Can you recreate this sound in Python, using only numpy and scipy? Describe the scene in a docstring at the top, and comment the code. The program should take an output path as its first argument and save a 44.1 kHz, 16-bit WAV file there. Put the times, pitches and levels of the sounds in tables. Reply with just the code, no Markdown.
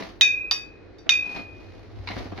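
"""A brief rustle, then three ringing glass clinks and one faint graze in a quiet kitchen.
Two full bottles, held by the necks, strike together; their nearly equal wall modes beat.
Fleece sleeves rub and hands bump and scuff as the bottles are pulled apart and swung past
the microphone. Room air and a low wavering hum lie underneath."""
import sys
import numpy as np
from scipy import signal
from scipy.fft import rfft, irfft, next_fast_len
from scipy.io import wavfile
from scipy.ndimage import map_coordinates

SR = 44100
rng = np.random.default_rng(int(sys.argv[2]) if len(sys.argv) > 2 else 0)


def store_pcm(level_fs):
    """Save levels as 16-bit WAV."""
    pcm = np.round(np.clip(level_fs, -1, 1) * 32767).astype(np.int16)
    wavfile.write(sys.argv[1], SR, np.atleast_2d(pcm).T)


N = 105840

# wall modes of both bottles: pitch_hz, t60_s, left_over_right_db, flank_db, heel_db, belly_db
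WALL_MODES = [ (1675, .55, -2, -37, -42, -39), (2412, .75, -9, -20, -52, -40),
              (2473.3, .82, 2, -23, -39, -12), (2503.7, .75, 1, -15.5, -42, -24),
              (2530.6, .56, 8, -16.5, -28, -16), (3615, .2, -3, -20, -32, -20),
              (3702, .21, -8, -9, -19, -12), (4594, .23, -3, -28, -25, -34), (4655, .23, -1, -30, -29, -30),
              (4714, .23, -8, -31, -18, -28), (5623, .25, 11, -42, -24, -31), (5697, .23, 9, -27, -30, -33),
              (5765, .25, 10, -27, -36, -31), (5886, .29, 7, -36, -47, -37), (6334, .21, 7, -31, -44, -30),
              (6444, .21, 12, -31, -47, -38), (6922, .2, 15, -35, -54, -37), (7175, .22, 9, -46, -39, -43),
              (9602, .23, 16, -48, -52, -50), (9781, .22, 15, -48, -54, -50),
              (10150, .23, 9, -59, -56, -55), (11590, .21, 9, -57, -50, -55),
              (11780, .24, 7, -57, -56, -56), (14400, .21, 1, -60, -60, -60)]
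# contact places, in the order of the mode level columns
PLACES = ["flank", "heel", "belly"]
# glass contacts: start_s, ring_db, crack_db, crack_hz, knock_db, tick_db, place
CLINKS = [(0.2104, 1.5, 3.5, 3280, -31.5, -24, "flank"), (0.5113, -1.5, -2, 4700, -28, -43, "heel"),
          (0.984, -34.5, -53, 4600, -76.5, -82, "heel"), (1.0923, -1, 3, 2930, -31.5, -56.5, "belly")]
# hard crack of glass on glass: freq_hz, relative_db
CRACK_SPECTRUM = [(500, -30.5), (1200, -15.5), (1900, -0.5), (2800, -1.5), (3200, -3), (3650, 9),
                  (4150, -16.5), (4700, -4.5), (5200, -14.5), (6500, -10), (7300, -20), (8000, -54),
                  (9100, -53), (9800, -31.5), (10800, -49), (15000, -58)]
# dull knock of the filled bottles: freq_hz, relative_db
KNOCK_SPECTRUM = [(150, -31.5), (450, -4.5), (1100, 11.5), (1700, -2), (3000, -17), (7000, -47.5)]
# sleeve strokes: peak_s, level_db, rise_s, fall_s
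SLEEVE_STROKES = [(.004, -33.5, .02, 0.054), (1.26, -46, 0.036, 0.081), (1.368, -36.5, 0.028, 0.022),
                  (1.65, -55, 0.25, 1), (2.11, -42.5, .03, 0.062), (2.188, -40, 0.031, 0.053),
                  (2.39, -45, 0.028, .05)]
# rubbing fleece: freq_hz, relative_db
FLEECE_SPECTRUM = [(80, -19), (200, -1), (400, -6), (750, -3.5), (1400, -14), (2100, -12), (3200, -17),
                   (4300, -15), (6200, -25), (8000, -46.5), (11000, -38), (15000, -48.5)]
# soft arm and hand bumps: start_s, level_db
HAND_BUMPS = [(.002, -29.5), (1.061, -34), (1.36, -31), (1.39, -31), (2.1, -29.5), (2.164, -25),
              (2.2, -31.5), (2.255, -31.5), (2.318, -28), (2.38, -30.5)]
# bump colour: freq_hz, relative_db
BUMP_SPECTRUM = [(80, -16.5), (200, -3.5), (290, 3), (420, -9), (560, -11), (720, -2.5), (860, -20.5),
                 (1200, -16.5), (2200, -23), (6000, -43), (9000, -68)]
# dry grip scuffs: start_s, level_db
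GRIP_SCUFFS = [(.023, -36.5), (.065, -48), (1.361, -36.5), (1.392, -44), (2.073, -27.5), (2.087, -35),
               (2.111, -34), (2.376, -37)]
# scuff colour: freq_hz, relative_db
SCUFF_SPECTRUM = [(200, -12.5), (650, -13), (950, 3), (1400, -10), (2050, 3.5), (3300, -12), (4100, -0.5),
                  (6000, -25), (8000, -46), (15000, -56.5)]
# kitchen decay: freq_hz, t60_s
ROOM_DECAY = [(200, 0.13), (1500, 0.32), (3000, 0.27), (6000, 0.24), (12000, 0.33)]
# hum bands: centre_hz, width_hz, level_db
HUM_BANDS = [(57, 16, -60), (97, 18, -52)]
# hum swell: time_s, gain_db
HUM_SWELL = [(0, -3.5), (1.3, -5), (1.55, 5), (1.92, 5), (2.01, 15.5), (2.06, 7), (2.24, 15.5), (2.4, 6)]
# room air: freq_hz, relative_db
AIR_SPECTRUM = [(25, -9.5), (45, 4.5), (125, -6), (200, -7.5), (330, 2.5), (520, -5), (900, -17),
                (2100, -19.5), (3200, -31), (4100, -26.5), (6200, -41), (8000, -57), (15000, -69.5)]
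# left-right likeness of noise: freq_hz, correlation
STEREO_CORRELATION = [(50, .45), (300, .3), (1500, 0.56), (8000, .1)]

RING_ATTACK_S, CONTACT_DAMP_DB, STEREO_PHASE_RAD = 0.014, -15.5, 0.6
SWAY_KNOTS_PER_S, SWAY_DB, SWAY_RAD = 20, 2.15, 0.15  # at 3 kHz
CRACK_NOISE_DB, AIR_DB = -17, -47.5
RING_ROOM_DB, IMPACT_ROOM_DB, HANDS_ROOM_DB = -12, -4.5, -4.5


def bottles():
    """Each contact damps the old ring and excites a new one, with a tick, a crack and a knock."""
    rings, direct, diffuse = np.zeros((3, 2, N))
    grit, thud = shaped_noise(CRACK_SPECTRUM), shaped_noise(KNOCK_SPECTRUM)
    white = rng.standard_normal((2, N))
    for start_s, ring_db, crack_db, crack_hz, knock_db, tick_db, place in CLINKS:
        t = since(start_s)
        rings *= amp(CONTACT_DAMP_DB * (1 - np.exp(-t / 0.0023)))
        rings += amp(ring_db) * wall_ring(t, place)
        crack = struck(t, attack_s=0.00033, t60_s=0.005) * np.sin(2 * np.pi * crack_hz * t)
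        direct += amp(crack_db) * crack
        direct += amp(tick_db) * struck(t, attack_s=0.0001, t60_s=0.009) * white
        diffuse += amp(crack_db + CRACK_NOISE_DB) * struck(t, attack_s=0.0006, t60_s=0.05) * grit
        diffuse += amp(knock_db) * struck(t, attack_s=0.00089, t60_s=0.054) * thud
    reverb = amp(RING_ROOM_DB) * kitchen(rings) + amp(IMPACT_ROOM_DB) * kitchen(diffuse)
    return rings + direct + diffuse + reverb


def wall_ring(t, place):
    """Contact place sets each mode's level; modes waver as the bottles move, high ones more."""
    ring = np.zeros((2, N))
    for hz, t60_s, pan_db, *levels_db in WALL_MODES:
        live = (t > 0) & (t < 1.5 * t60_s)
        age_s = t[live]
        pan = unit_rms(amp([[pan_db / 2], [-pan_db / 2]]))
        attack_s = RING_ATTACK_S * min(2500 / hz, 1) ** 8  # far shorter above 2.5 kHz
        pitch_ratio = hz / 3000
        knots = rng.standard_normal((4, 128))
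        position = age_s * SWAY_KNOTS_PER_S * pitch_ratio
        sway = np.sqrt(pitch_ratio) * np.array([np.interp(position, np.arange(128), k) for k in knots])
        phase = rng.uniform(0, 2 * np.pi) + np.array([[1], [-1]]) * STEREO_PHASE_RAD
        tone = np.sin(2 * np.pi * hz * age_s + phase + SWAY_RAD * sway[2:])
        gain = amp(levels_db[PLACES.index(place)] + SWAY_DB * sway[:2])
        ring[:, live] += gain * pan * struck(age_s, attack_s, t60_s) * tone
    return ring


def sleeves():
    """Fleece rubs in grainy strokes that swell and die away."""
    t = np.arange(N) / SR
    envelope = sum(amp(db) * np.exp(np.minimum((t - peak_s) / rise_s, (peak_s - t) / fall_s))
                   for peak_s, db, rise_s, fall_s in SLEEVE_STROKES)
    return envelope * grainy_noise(FLEECE_SPECTRUM, grain_db=2.5, knots_per_s=220)


def hand_touches(events, spectrum, attack_s, t60_s, grain_db):
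    """Short unpitched contacts sharing one colour and decay."""
    envelope = sum(amp(db) * struck(since(start_s), attack_s, t60_s) for start_s, db in events)
    return envelope * grainy_noise(spectrum, grain_db, knots_per_s=400)


def kitchen(dry, delay_s=0.004):
    """Room reflections: a noise tail per channel, each band with its own decay."""
    hz, t, bands = signal.stft(rng.standard_normal((2, SR // 2)), SR, nperseg=256)
    tail = signal.istft(bands * decay(t, log_interp(ROOM_DECAY, hz)[:, None]), SR, nperseg=256)[1]
    tail *= np.arange(tail.shape[1]) > delay_s * SR
    return signal.fftconvolve(dry, tail / np.linalg.norm(tail[0]), axes=1)[:, :N]


def hum():
    """Two narrow low noise bands that waver and swell late."""
    bands = sum(amp(db) * stereo_noise(lambda hz: np.exp(-2 * ((hz - centre_hz) / width_hz) ** 2))
                for centre_hz, width_hz, db in HUM_BANDS)
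    swell_db = np.interp(np.arange(N) / SR, *np.transpose(HUM_SWELL))
    return amp(swell_db) * bands


def room_air():
    """Faint, steady, dark noise."""
    return amp(AIR_DB) * shaped_noise(AIR_SPECTRUM)


def grainy_noise(spectrum, grain_db, knots_per_s):
    """Shaped noise with a smooth random level flutter, rms 1."""
    noise = shaped_noise(spectrum)
    flutter = map_coordinates(rng.standard_normal(4096), [np.arange(N) * knots_per_s / SR], mode="wrap")
    return unit_rms(noise * amp(grain_db * flutter))


def shaped_noise(spectrum):
    """Stereo noise from (freq_hz, relative_db) points, rms 1."""
    return stereo_noise(lambda hz: amp(log_interp(spectrum, hz)))


def stereo_noise(gain):
    """Partly correlated noise coloured by gain(hz), rms 1."""
    def mid_side_gain(hz):
        angle = np.arccos(np.clip(log_interp(STEREO_CORRELATION, hz), -1, 1)) / 2
        return gain(hz) * np.array([np.cos(angle), np.sin(angle)])
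    mid, side = filtered(rng.standard_normal((2, N)), mid_side_gain)
    return unit_rms(np.array([mid + side, mid - side]))


def filtered(x, gain):
    """Zero-phase filter by gain(hz)."""
    size = next_fast_len(N + SR // 4)
    return irfft(rfft(x, size) * gain(np.fft.rfftfreq(size, 1 / SR)), size)[..., :N]


def struck(t, attack_s, t60_s):
    """Quick rise, then decay."""
    return (1 - np.exp(-t / attack_s)) * decay(t, t60_s)


def decay(t, t60_s):
    return amp(-60 * t / t60_s)


def since(start_s):
    """Elapsed seconds, zero before the start."""
    return np.maximum(np.arange(N) / SR - start_s, 0)


def log_interp(points, hz):
    """Interpolate (freq_hz, value) points on a log frequency axis."""
    freqs_hz, values = np.transpose(points)
    return np.interp(np.log(hz + 1), np.log(freqs_hz + 1), values)


def unit_rms(x):
    return x / np.sqrt(np.mean(x ** 2) + 1e-20)


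def amp(db):
    return 10 ** (np.asarray(db) / 20)


def scene():
    """Bottles and handling in the kitchen, over hum and air."""
    hands = sleeves()
    hands += hand_touches(HAND_BUMPS, BUMP_SPECTRUM, attack_s=0.0022, t60_s=0.1, grain_db=2.5)
    hands += hand_touches(GRIP_SCUFFS, SCUFF_SPECTRUM, attack_s=0.0006, t60_s=0.07, grain_db=3.0)
    return bottles() + hands + amp(HANDS_ROOM_DB) * kitchen(hands) + hum() + room_air()


def record(dry):
    """Soft-clip the peaks, then cut above 16.2 kHz."""
    clipped = dry / (1 + np.abs(dry) ** 6) ** (1 / 6)
    return filtered(clipped, lambda hz: hz < 16200)


dry = scene()
out = record(dry)
store_pcm(out)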